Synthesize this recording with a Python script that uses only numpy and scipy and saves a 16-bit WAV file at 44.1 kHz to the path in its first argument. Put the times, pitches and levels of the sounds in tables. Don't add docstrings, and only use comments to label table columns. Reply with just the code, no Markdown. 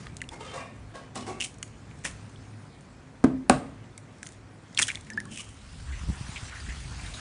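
import sys
import numpy as np
from scipy import signal
from scipy.fft import rfft, irfft, next_fast_len
from scipy.io import wavfile
from scipy.ndimage import uniform_filter1d, map_coordinates

SR = 44100
rng = np.random.default_rng(int(sys.argv[2]) if len(sys.argv) > 2 else 0)


def wav_out(sig):
    wavfile.write(sys.argv[1], SR, np.round(np.clip(np.atleast_2d(sig).T, -1, 1) * 32767).astype(np.int16))


def linear_from_db(decibels):
    return 10 ** (np.asarray(decibels, float) / 20)


N = 317719

# (time [s], peak [dB], ring [Hz], brittle top above ring [dB])
SNAPS = [(0.0681, -32, 1540, -12), (0.069, -39, 3250, -9), (0.205, -43, 2800, -9), (0.168, -54, 2400, 26),
         (0.2165, -26, 1930, -0.5), (0.221, -32, 1750, -20), (0.2394, -41, 2780, -23),
         (0.2898, -34.5, 3420, 1.5), (0.951, -47, 1940, -3), (1.1563, -37.5, 1940, 8),
         (1.2672, -41, 1290, -3), (1.401, -29, 2780, -2), (1.4055, -23.5, 2940, 4.5),
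         (1.4053, -31, 2130, -9), (1.4125, -33, 2180, -9), (1.4225, -32.5, 2100, -9), (1.412, -24, 2800, 1),
         (1.443, -36, 2280, 9), (1.453, -38, 2200, 6), (1.461, -39, 2600, 6), (1.422, -24, 2800, -1),
         (1.4268, -27, 2760, -2), (1.439, -35.5, 2870, 7), (1.4478, -31.5, 2840, 0), (1.6284, -29, 2090, 9),
         (1.628, -36, 3010, 5), (1.912, -45, 2210, -15), (2.36, -45, 3280, -18), (3.978, -43, 2160, 15),
         (4.23, -30.5, 1670, 3), (4.265, -39.5, 1848, 6), (4.2696, -42, 1580, 16.5),
         (4.289, -47.5, 2170, 12)]
# (time [s], peak [dB], ring [Hz], brittle top above ring [dB])
OPENING = [(4.7474, -44, 3670, 12.5), (4.7705, -37, 3580, -1), (4.775, -16, 3210, -5),
           (4.7865, -17, 1750, -3), (4.7925, -14.5, 2300, -8), (4.8142, -25, 1300, -14),
           (4.8367, -29, 3000, 6), (4.8075, -32, 2600, 7), (4.873, -40, 3150, 12), (4.7904, -11, 2520, 1.5),
           (4.7969, -12, 1700, -2), (4.801, -23, 2100, -2), (4.817, -23.5, 1700, 10),
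           (4.819, -30, 2600, 14), (4.822, -22.5, 1540, 14.5), (4.825, -25, 1600, 13),
           (4.8283, -17, 3300, 5), (4.8484, -41, 2600, -4), (4.87, -38, 3150, 14.5),
           (4.8808, -33, 3460, 10), (4.8833, -23.5, 1620, 2), (4.889, -26, 1630, -3),
           (4.901, -22, 2300, -36), (4.905, -29, 2700, -17), (4.9103, -31, 2200, -17),
           (4.892, -32, 2600, -6), (4.886, -30, 3000, 2), (4.9157, -29, 2110, -2), (4.9487, -36, 2120, 4),
           (4.9551, -28, 3380, 0.5), (4.9722, -35.5, 2200, -5), (5.01, -47.5, 3460, 11)]
# (time [s], peak [dB], ring [Hz], brittle top above ring [dB])
EMPTIED = [(5.102, -29, 1810, 0), (5.1344, -41, 5100, -3), (5.142, -49, 5200, -12),
           (5.2021, -33.5, 1970, 5.5), (5.254, -41, 1390, 3), (5.256, -54, 4800, -9),
           (5.3742, -31.5, 2600, 4.5), (5.359, -38, 3000, 6), (5.4058, -39, 3050, 7),
           (5.412, -44, 3000, 10.5), (5.49, -48.5, 3020, 7)]
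# (time [s], peak [dB], ring [Hz], brittle top above ring [dB])
DROPPED = [
    (2.0394, -43, 2100, 6),
    (2.051, -26.5, 1660, 4),
    (2.0522, -25, 2600, -1),
    (2.0565, -33, 1900, -2),
    (2.0593, -28, 2500, -2),
    (2.0735, -48, 1900, 10),
]
# (time [s], peak [dB], ring [Hz], rub t60 [s], top above ring [dB])
RUBS = [(5.065, -47, 2170, 0.07, 3), (5.924, -39, 2020, 0.18, -14), (6.358, -31.5, 2340, 0.077, -14),
        (6.518, -34, 1340, 0.17, -18), (6.5515, -35.5, 1760, 0.2, -21), (6.5994, -44, 4780, 0.07, -15),
        (6.6578, -38, 1650, 0.11, -15), (6.6853, -35, 1950, 0.21, -19), (6.772, -49, 1950, 0.07, -12),
        (6.9937, -40, 2220, 0.054, -6), (7.0594, -41.5, 3740, 0.082, -12), (7.1362, -37.5, 3800, 0.091, -1)]
# (time [s], peak [dB])
FINGER_TICKS = [(0.058, -45), (0.145, -47), (0.318, -46), (0.332, -37), (0.339, -45), (0.577, -42),
                (1.542, -40), (1.585, -40), (1.677, -39), (1.989, -44), (2.2946, -42), (2.808, -42.5),
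                (4.1834, -45), (4.727, -44), (5.047, -41), (5.173, -35)]
# (peak time [s], level [dB], top above cup [dB], rise [s], fall [s])
CRUMBLE = [
    (2.049, -30.5, -1.5, 0.0089, 0.072),
    (4.24, -62, 9, 0.029, 0.13),
    (4.326, -68.5, 15.5, .025, 0.033),
    (4.793, -21.5, -1.5, 0.016, 0.019),
    (4.826, -32, 8.5, 0.037, 0.019),
    (4.887, -27.5, -15, 0.0073, 0.041),
    (4.952, -44, -21, .03, .045),
]
# (peak time [s], level [dB], top above cup [dB], rise [s], fall [s])
GRATING = [
    (1.408, -41, 3, 0.0087, .08),
    (1.445, -37, 5.5, 0.041, 0.042),
    (5.318, -44.5, 0, 0.02, 0.37),
    (5.404, -36, -3.5, 0.12, 0.038),
]
# (centre [Hz], width [Hz], level [dB])
EMPTY_CUP = [(2500, 810, -4.5), (3110, 320, 2)]

# (time [s], worktop peak [dB], dented shell peak [dB], boom [dB], boom top [Hz])
KNOCKS = [
    (3.24, -14.5, -13, -45, 402),
    (3.244, -4.5, -14.5, -24.5, 305),
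    (3.4967, -25, -21, -55, 2500),
    (3.4974, -22, -2, -41, 2500),
    (3.5013, -9, -18, -24.5, 660),
    (1.157, -35, -33, -40, 800),
    (2.049, -39, -36, -43, 2020),
    (4.79, -57, -52, -42, 1700),
    (3.5062, -28, -17, -36, 1300),
]
KNOCK_CONTACT = [0.00044, 0.00013, .0001, 0.00018, 0.00037, .0002, .0002, .0002, .00015]
# (frequency [Hz], level [dB], t60 [s])
WORKTOP = [(149, -9.5, 0.045), (203, -9, 0.044), (263, 4, 0.046), (330, -2.5, 0.059), (422, -4.5, 0.035)]
# (frequency [Hz], level [dB], t60 [s])
WHOLE_EGG = [(544, -0.5, 0.017), (686, 0.5, 0.014), (880, -1, 0.013), (1120, -3.5, 0.017),
             (1590, -5.5, .015), (1900, -9.5, 0.0089)]
# (frequency [Hz], level [dB], t60 [s])
CRACKED_EGG = [(606, -8.5, 0.017), (758, 3, 0.016), (1120, -4.5, 0.015), (1590, -8, 0.016),
               (2230, -1.5, 0.0055)]
# (centre [Hz], width [Hz], level [dB])
CUPBOARD = [(140, 14, 0), (258, 25, 2), (322, 30, -6.5), (452, 40, -12), (604, 67, -15), (740, 54, -13.5),
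            (1100, 65, -17)]
# (frequency [Hz], level [dB], t60 [s])
BOWL_SONG = [(57, -24, .2), (145, -32, 0.35), (258, -28.5, 0.41), (470, -35.5, 0.38), (570, -32, .3),
             (620, -34.5, 0.29), (730, -34, 0.25), (778, -35, 0.23), (880, -41, 0.22), (1120, -33, .2),
             (1230, -38, .3), (1448, -38, 0.19)]
# (time [s], frequency [Hz], peak [dB], t60 [s])
JOLT_SONG = [(3.245, 258, -22, .5), (3.245, 236, -26, .25), (3.245, 140, -25, .21), (3.245, 190, -24, .12),
             (3.245, 322, -27, .3), (3.245, 390, -28, .12), (3.245, 880, -30, .06), (3.6, 270, -44, 1.1),
             (1.158, 770, -33, .09), (1.158, 1130, -39, .07), (1.17, 205, -38, .2), (1.4, 240, -44, .4)]

# (time [s], peak [dB], frequency [Hz], t60 [s], pitch rise [share])
BUBBLES = [
    (0.061, -38.5, 1230, 0.035, 0.16),
    (0.317, -34.5, 902, 0.035, 0.11),
    (0.332, -33.5, 923, 0.039, 0.16),
    (0.406, -34.5, 920, 0.06, 0.096),
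    (5.1, -35.5, 1777, 0.06, 0.078),
    (5.116, -32.5, 1790, 0.042, 0.17),
    (5.256, -47.5, 1120, 0.09, 0.097),
    (5.396, -37, 1190, 0.029, 0.11),
]
# (time [s], peak [dB], frequency [Hz], t60 [s], pitch rise [share])
PLOP = [
    (5.1755, -21.5, 1580, 0.029, 0.18),
]
# (time [s], level [dB])
ROCK = [
    (5.05, -62),
    (5.136, -44.5),
    (5.294, -47.5),
    (5.322, -43.5),
    (5.402, -62),
    (5.42, -60),
]
# (centre [Hz], width [Hz], level [dB])
BOWL = [(213, 6.9, 5), (371, 6.6, -9.5)]

# (start [s], level [dB], hold [s], middle [dB], top [dB])
DRAGS = [
    (0.318, -48.5, 0.015, -14, -8.5),
    (0.406, -47, 0.1, -4, -10),
    (0.539, -42.5, 0.059, -11, -4),
    (0.948, -45, 0.0065, -9.5, -13),
    (1.159, -37.5, 0.0045, -11, -7.5),
    (1.268, -41, 0.037, -14.5, -6.5),
]
# (centre [Hz], width [Hz], level [dB])
EARLY_DISHES = [
    [(320, 47, -1), (830, 80, -2.5), (2120, 100, -7)],
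    [(450, 44, 2), (524, 55, -6), (930, 71, -3), (1230, 83, 3.5), (1670, 88, -4.5), (2170, 64, 1),
     (2760, 66, -5), (3130, 26, -3), (3600, 45, -10)],
    [(554, 67, -1.5), (700, 34, -3), (973, 40, -1), (1115, 28, 7), (1620, 37, 1), (1826, 20, 3),
     (2060, 100, -1), (2400, 64, 3.5), (2760, 100, 3), (3630, 40, -6)],
]
# (centre [Hz], width [Hz], level [dB])
LATER_DISHES = [
    [(487, 130, -4), (677, 31, -1.5), (1088, 17, 4.5), (1620, 13, 3.5), (1950, 30, -2), (3020, 34, -1),
     (3670, 33, -11), (4280, 50, -17)],
    [(232, 16, 15), (470, 43, -21), (772, 31, -0.5), (1120, 69, -3), (1930, 60, -10), (2940, 35, 0.5)],
    [(234, 43, 7.5), (346, 76, 0), (755, 24, 4.5), (1120, 34, 1.5), (2200, 200, 0), (2660, 90, 1)],
]
# (time [s], peak [dB], frequency [Hz], t60 [s])
SNAGS = [(.365, -52, 2100, 0.055), (.407, -30, 450, 0.045), (.417, -42.5, 2100, 0.079),
         (.455, -44, 1245, .06), (.462, -40.5, 530, .06), (.479, -43.5, 3130, 0.13),
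         (.515, -50, 3600, 0.088), (.533, -38, 1145, .08), (.556, -30.5, 522, 0.068),
         (.558, -37, 1140, .05), (.57, -41, 2000, 0.066), (.578, -38, 1140, .06), (.61, -39, 1116, 0.065),
         (.614, -35, 700, 0.059), (.655, -46, 1100, .06)]

# (time [s], level [dB])
HANDS = [(0, -58.5), (0.27, -73), (0.75, -67.5), (1.45, -69.5), (1.93, -65.5), (2.1, -62.5), (2.3, -64.5),
         (2.65, -67), (3.5, -70), (3.65, -68.5), (4.2, -67.5), (4.6, -68.5), (4.9, -61), (5.28, -68),
         (5.5, -66), (5.75, -57.5)]
# (time [s], level [dB])
REACH = [
    (5.75, -59),
    (6.1, -56),
    (6.5, -52),
]
# (time [s], level [dB])
BUSY = [
    (6.501, -55.5),
    (6.9, -53.5),
    (7.205, -52),
]

# (frequency [Hz], density [dB per Hz])
AIR = [(110, -31.5), (200, 3), (556, -7), (1250, -13), (2520, -19.5), (2830, -39.5), (8160, -35.5),
       (10500, -66)]
# (centre [Hz], width [Hz], level [dB])
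HUM = [(104.6, 3, -53), (150, 5.4, -63.5), (258, 10, -62), (734, 3.5, -76.5), (1566, 9.8, -81.5),
       (4370, 30, -87)]
# (time [s], level [dB])
BACKGROUND_DROP = [
    (0, 0.5),
    (5.4, -1.5),
    (5.75, -6),
    (7.205, -3.5),
]
# (time [s], level [dB])
GRIP = [(0, -49), (0.57, -54.5), (1.26, -58.5), (1.56, -55.5), (1.91, -57), (2.17, -51), (2.6, -60),
        (3.06, -56), (3.45, -52), (4.13, -61.5), (4.95, -59), (5.38, -56.5), (5.77, -46.5), (6.13, -37),
        (6.55, -47.5), (6.83, -39), (7.205, -45.5)]
# (time [s], peak [dB], frequency [Hz], t60 [s])
GRIP_BUMPS = [(6.036, -19, 64, 0.033), (6.087, -15, 115, 0.032), (6.099, -13, 154, 0.026),
              (6.17, -30, 61.5, 0.075), (6.21, -17.5, 115, 0.032), (6.29, -24, 145, 0.032),
              (6.428, -20.5, 74, 0.033), (6.687, -13.5, 62, 0.025), (6.759, -39, 70.0, 0.074),
              (6.885, -28, 64.6, 0.16), (7.036, -23, 80.7, 0.056)]
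# (frequency [Hz], t60 [s])
KITCHEN = [(150, 0.65), (700, 0.38), (2500, 0.32), (9000, 0.31)]
# (frequency [Hz], level [dB])
MIC = [(48, 1.5), (9900, 6), (10200, -11.5), (10600, -25), (11200, -54), (12000, -70)]


def unit(x):
    return x / np.sqrt(np.mean(x ** 2) + 1e-20)


def along(points, hz):
    f, v = np.transpose(points)
    return np.interp(np.log(hz + 1), np.log(f + 1), v)


def level_curve(*spans):
    t = np.arange(N) / SR
    out = np.full(N, -150.)
    for rows in spans:
        s, db = np.transpose(rows)
        inside = (t >= s[0]) & (t <= s[-1])
        out[inside] = np.interp(t[inside], s, db)
    return out


def wobble(rate, size=N):
    knots = rng.standard_normal(int(size * rate / SR) + 4)
    return map_coordinates(knots, [np.arange(size) * rate / SR])


def filtered(x, response):
    m = next_fast_len(len(x) + SR // 2)
    return irfft(rfft(x, m) * response(np.fft.rfftfreq(m, 1 / SR)), m)[:len(x)]


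def modes(peaks):
    def response(f):
        total = 0
        for k, (hz, width, db) in enumerate(peaks):
            total = total + (-1) ** k * linear_from_db(db) * 1j * f * width / (hz * hz - f * f + 1j * f * width)
        return total
    return response


def band(lo_hz, hi_hz):
    return lambda f: (1j * f / (lo_hz + 1j * f)) ** 3 * (hi_hz / (hi_hz + 1j * f)) ** 2


def grit(spiky_db, rate):
    return rng.standard_normal(N) * linear_from_db(spiky_db * wobble(rate))


def patchy(x, depth_db):
    z = signal.stft(x, nperseg=512)[2]
    field = uniform_filter1d(uniform_filter1d(rng.standard_normal(z.shape), 7, 0), 9, 1)
    return unit(signal.istft(z * linear_from_db(depth_db * unit(field)), nperseg=512)[1][:N])


def add(track, s, sound):
    part = track[round(s * SR):][:len(sound)]
    part += sound[:len(part)]


def ring(hz, t60, t, attack, rise=0):
    glide = t60 / 3
    phase = 2 * np.pi * hz * (t + rise * glide * (t / glide - 1 + np.exp(-t / glide)))
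    return np.sin(phase) * linear_from_db(-60 * t / t60) * (1 - np.exp(-t / attack))


def shell():
    cup, top, t = np.zeros(N), np.zeros(N), np.arange(SR // 10) / SR
    snap_t60 = 0.012
    contacts = []  # (s, dB, Hz, t60, top dB, ring damping s, rise s)
    for s, db, hz, top_db in SNAPS + OPENING + EMPTIED + DROPPED:
        contacts.append((s, db, hz, snap_t60, top_db, snap_t60, 1e-5))
    for s, db, hz, t60, top_db in RUBS:
        contacts.append((s, db, hz, t60, top_db, 0.007, 0.0031))
    for s, db, hz, t60, top_db, damped, rise in contacts:
        noise = rng.standard_normal(len(t))
        onset = 1 - np.exp(-t / rise)
        neighbour_hz = hz * (1.173 + 0.11 * rng.standard_normal())
        tone = ring(hz, 0.75 * damped, t, attack=0.00027)
        tone += 0.3 * ring(neighbour_hz, 0.42 * damped, t, attack=0.0002)
        tearing = noise * linear_from_db(-60 * t / (t60 - 0.48 * damped)) * onset
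        burst = signal.fftconvolve(tone, tearing)[:len(t)]
        add(cup, s, linear_from_db(db + 0.2) * burst / np.abs(burst).max())
        click = 2.4 * (np.abs(t - 0.0001) < .5 / SR)
        spit = (0.81 * noise[::-1] + click) * linear_from_db(-60 * t / (0.0063 + 0.61 * t60)) * onset
        add(top, s, linear_from_db(db + top_db + 3.5) * spit)
    for s, db in FINGER_TICKS:
        add(top, s, linear_from_db(db - 60 * t / 0.018) * rng.standard_normal(len(t)))
    crackle = crumbs(CRUMBLE, [(1840, 450, -3.0), (2600, 1560, -9)], spiky_db=-0.5, top_spiky_db=4.0)
    crackle += crumbs(GRATING, EMPTY_CUP, spiky_db=0.5, top_spiky_db=3.5)
    gap = lambda f: 1 - 0.48 * modes([(4500, 1300, 0)])(f)
    brittle = filtered(filtered(top, band(4060, 8600)) + crackle, gap)
    return filtered(cup, band(980, 9000)), brittle


def crumbs(rows, cup_modes, spiky_db, top_spiky_db):
    now = np.arange(N) / SR
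    cup_gains, top_gains = [], []
    for s, db, top_db, rise, fall in rows:
        lost = 26.5 * np.maximum((s - now) / rise, (now - s) / fall)
        cup_gains.append(linear_from_db(db - lost))
        top_gains.append(linear_from_db(db + top_db - 0.89 * lost))
    cup = unit(filtered(grit(spiky_db, 340), modes(cup_modes)))
    top = unit(filtered(grit(top_spiky_db, 760), band(3900, 9200)))
    return linear_from_db(-8.5) * np.max(cup_gains, axis=0) * cup + linear_from_db(-5.5) * np.max(top_gains, axis=0) * top


def knocks():
    out, t = np.zeros(N), np.arange(SR // 2) / SR
    break_s = 3.4967
    struck = lambda part: -sum(linear_from_db(db) * ring(hz, t60, t, attack=0.0011) for hz, db, t60 in part)
    wood, whole, cracked = struck(WORKTOP), struck(WHOLE_EGG), struck(CRACKED_EGG)
    for (s, wood_db, egg_db, boom_db, top_hz), contact in zip(KNOCKS, KNOCK_CONTACT):
        hollow = lambda f: band(90, top_hz)(f) * (modes(CUPBOARD)(f) + linear_from_db(-10.0))
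        boom = unit(filtered(rng.standard_normal(len(t)), hollow))
        boom_decay = linear_from_db(-60 * t / 0.19) + linear_from_db(-17 - 60 * t / 0.82)
        boom *= linear_from_db(boom_db) * boom_decay * (1 - np.exp(-t / 0.0008))
        egg = whole if s < break_s - .1 else cracked
        dent = filtered(linear_from_db(egg_db) * egg, lambda f: 1 / (1 + 1j * f * contact) ** 2)
        crack = linear_from_db(egg_db - 19 - 60 * t / 0.015) * rng.standard_normal(len(t))
        add(out, s, linear_from_db(wood_db - 4.5) * wood + boom + dent + crack)
    split = rng.standard_normal(len(t)) + 10 * (np.abs(t - 0.0004) < .5 / SR)
    add(out, break_s, linear_from_db(-13.5 - 60 * t / 0.0095) * filtered(split, band(300, 15000)))
    return filtered(out + singing_on(), lambda f: 1j * f / (45 + 1j * f))


def singing_on():
    out, t = np.zeros(N), np.arange(SR // 2) / SR
    for hz, db, t60 in BOWL_SONG:
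        add(out, 3.5, linear_from_db(db + 3.5 * wobble(46, size=len(t))) * ring(hz, t60, t, attack=0.0053))
    for s, hz, db, t60 in JOLT_SONG:
        add(out, s, linear_from_db(db) * ring(hz, t60, t, attack=0.006) * (1 - t / t[-1]))
    return out


def white_and_yolk():
    drops, t = np.zeros(N), np.arange(SR // 5) / SR
    for s, db, hz, t60, rise in BUBBLES:
        add(drops, s, linear_from_db(db + 3.5) * ring(hz / (1 + rise / 2), t60, t, attack=0.0079, rise=rise))
    for s, db, hz, t60, rise in PLOP:
        closing = 2 * np.pi * hz * (t + rise * (t - 0.0066 * np.tanh(t / 0.0097)))
        swell = (0.36 + t / 0.0073) * linear_from_db(-60 * (t / t60) ** 1.2)
        add(drops, s, linear_from_db(db + 2.0) * np.sin(closing) * swell)
    rocking = unit(filtered(rng.standard_normal(N), modes(BOWL)))
    return drops + linear_from_db(level_curve(ROCK)) * rocking


def sliding():
    out, t = np.zeros(N), np.arange(SR // 2) / SR
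    catch_s, fade_db_per_s, dulls_db_per_s = .016, 152, 85
    for (s, db, hold, mid_db, top_db), dish in zip(DRAGS, EARLY_DISHES + LATER_DISHES):
        drag = linear_from_db(db - fade_db_per_s * np.maximum(t - catch_s - hold, 0))
        drag *= np.minimum(t / catch_s, 1) ** 2
        rub = linear_from_db(-13.5) * grit(2.5, 199)[:len(t)]
        for peak in dish:
            contact = rng.standard_normal(len(t)) * linear_from_db(3.4 * wobble(26.0, size=len(t)))
            rub += filtered(contact, modes([peak]))
        low = unit(filtered(rub, band(200, 1410)))
        mid = unit(filtered(rub, band(1500, 1820)))
        top = unit(filtered(rub, band(4500, 1950)))
        add(out, s - catch_s, drag * (low + linear_from_db(mid_db) * mid + linear_from_db(top_db - dulls_db_per_s * t) * top))
    for s, db, hz, t60 in SNAGS:
        add(out, s, linear_from_db(db - 2.5 + 2.5 * wobble(120, size=len(t))) * ring(hz, t60, t, attack=0.0037))
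    return out


def hands():
    skin_db = level_curve(HANDS, REACH, BUSY)
    usual_db = skin_db.mean()
    cloth_db = usual_db - 2.5 + 1.203 * (skin_db - usual_db)
    swell = 0.47 * wobble(9)
    skin = patchy(filtered(grit(1.2, 150), band(920, 1130)), depth_db=3.0)
    cloth = patchy(filtered(grit(1.2, 300), band(1400, 9200)), depth_db=2.5)
    return linear_from_db(skin_db + swell) * skin + linear_from_db(cloth_db + swell) * cloth


def grip():
    deep_db = level_curve(GRIP)
    low_db = -54 + 0.45 * (deep_db - deep_db.mean()) + 1.24 * wobble(2.2) + level_curve(BACKGROUND_DROP)
    deep = unit(filtered(rng.standard_normal(N), lambda f: modes([(60, 45, 0)])(f) ** 2))
    low = unit(filtered(rng.standard_normal(N), lambda f: modes([(135, 90, 0)])(f) ** 2))
    out = linear_from_db(deep_db + 2.7 * wobble(12)) * deep + linear_from_db(low_db + 2.8 * wobble(16)) * low
    t = np.arange(SR // 5) / SR
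    for s, db, hz, t60 in GRIP_BUMPS:
        add(out, s, linear_from_db(db - 1.0) * ring(hz, t60, t, attack=0.0018))
    return out


def appliances():
    out = linear_from_db(-57.5) * unit(filtered(rng.standard_normal(N), lambda f: linear_from_db(along(AIR, f))))
    for hz, width, db in HUM:
        out += linear_from_db(db) * unit(filtered(rng.standard_normal(N), modes([(hz, width, 0)])))
    return out * linear_from_db(level_curve(BACKGROUND_DROP))


def kitchen(x):
    out, step = np.zeros(N + SR), SR // 3
    for start in range(0, N, step):
        hz, t, z = signal.stft(rng.standard_normal(SR // 2), SR, nperseg=256)
        decay = linear_from_db(-60 * t / along(KITCHEN, hz)[:, None])
        tail = signal.istft(z * decay, SR, nperseg=256)[1]
        echo = signal.fftconvolve(x[start:start + step], tail / np.linalg.norm(tail))
        add(out, start / SR + .005, echo)
    return out[:N]


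def scene():
    cup, brittle = shell()
    blows, drops, dishes = knocks(), white_and_yolk(), sliding()
    to_room = linear_from_db(-21) * cup + linear_from_db(-13) * brittle + linear_from_db(-14) * (drops + blows) + linear_from_db(-6.5) * dishes
    near = cup + brittle + drops + blows + dishes
    return (near + kitchen(to_room) + hands() + grip() + appliances())[None]


def roll_off(x):
    return signal.sosfilt(signal.butter(12, 11090, fs=SR, output="sos"), x)


def record(dry):
    rounded = dry[0] / (1 + np.abs(dry[0] / .84) ** 6) ** (1 / 6)
    microphone = lambda f: linear_from_db(along(MIC, f)) * (1j * f / (24 + 1j * f)) ** 2
    mix = filtered(rounded, microphone)[None]
    return roll_off(mix)


dry = scene()
out = record(dry)
wav_out(out)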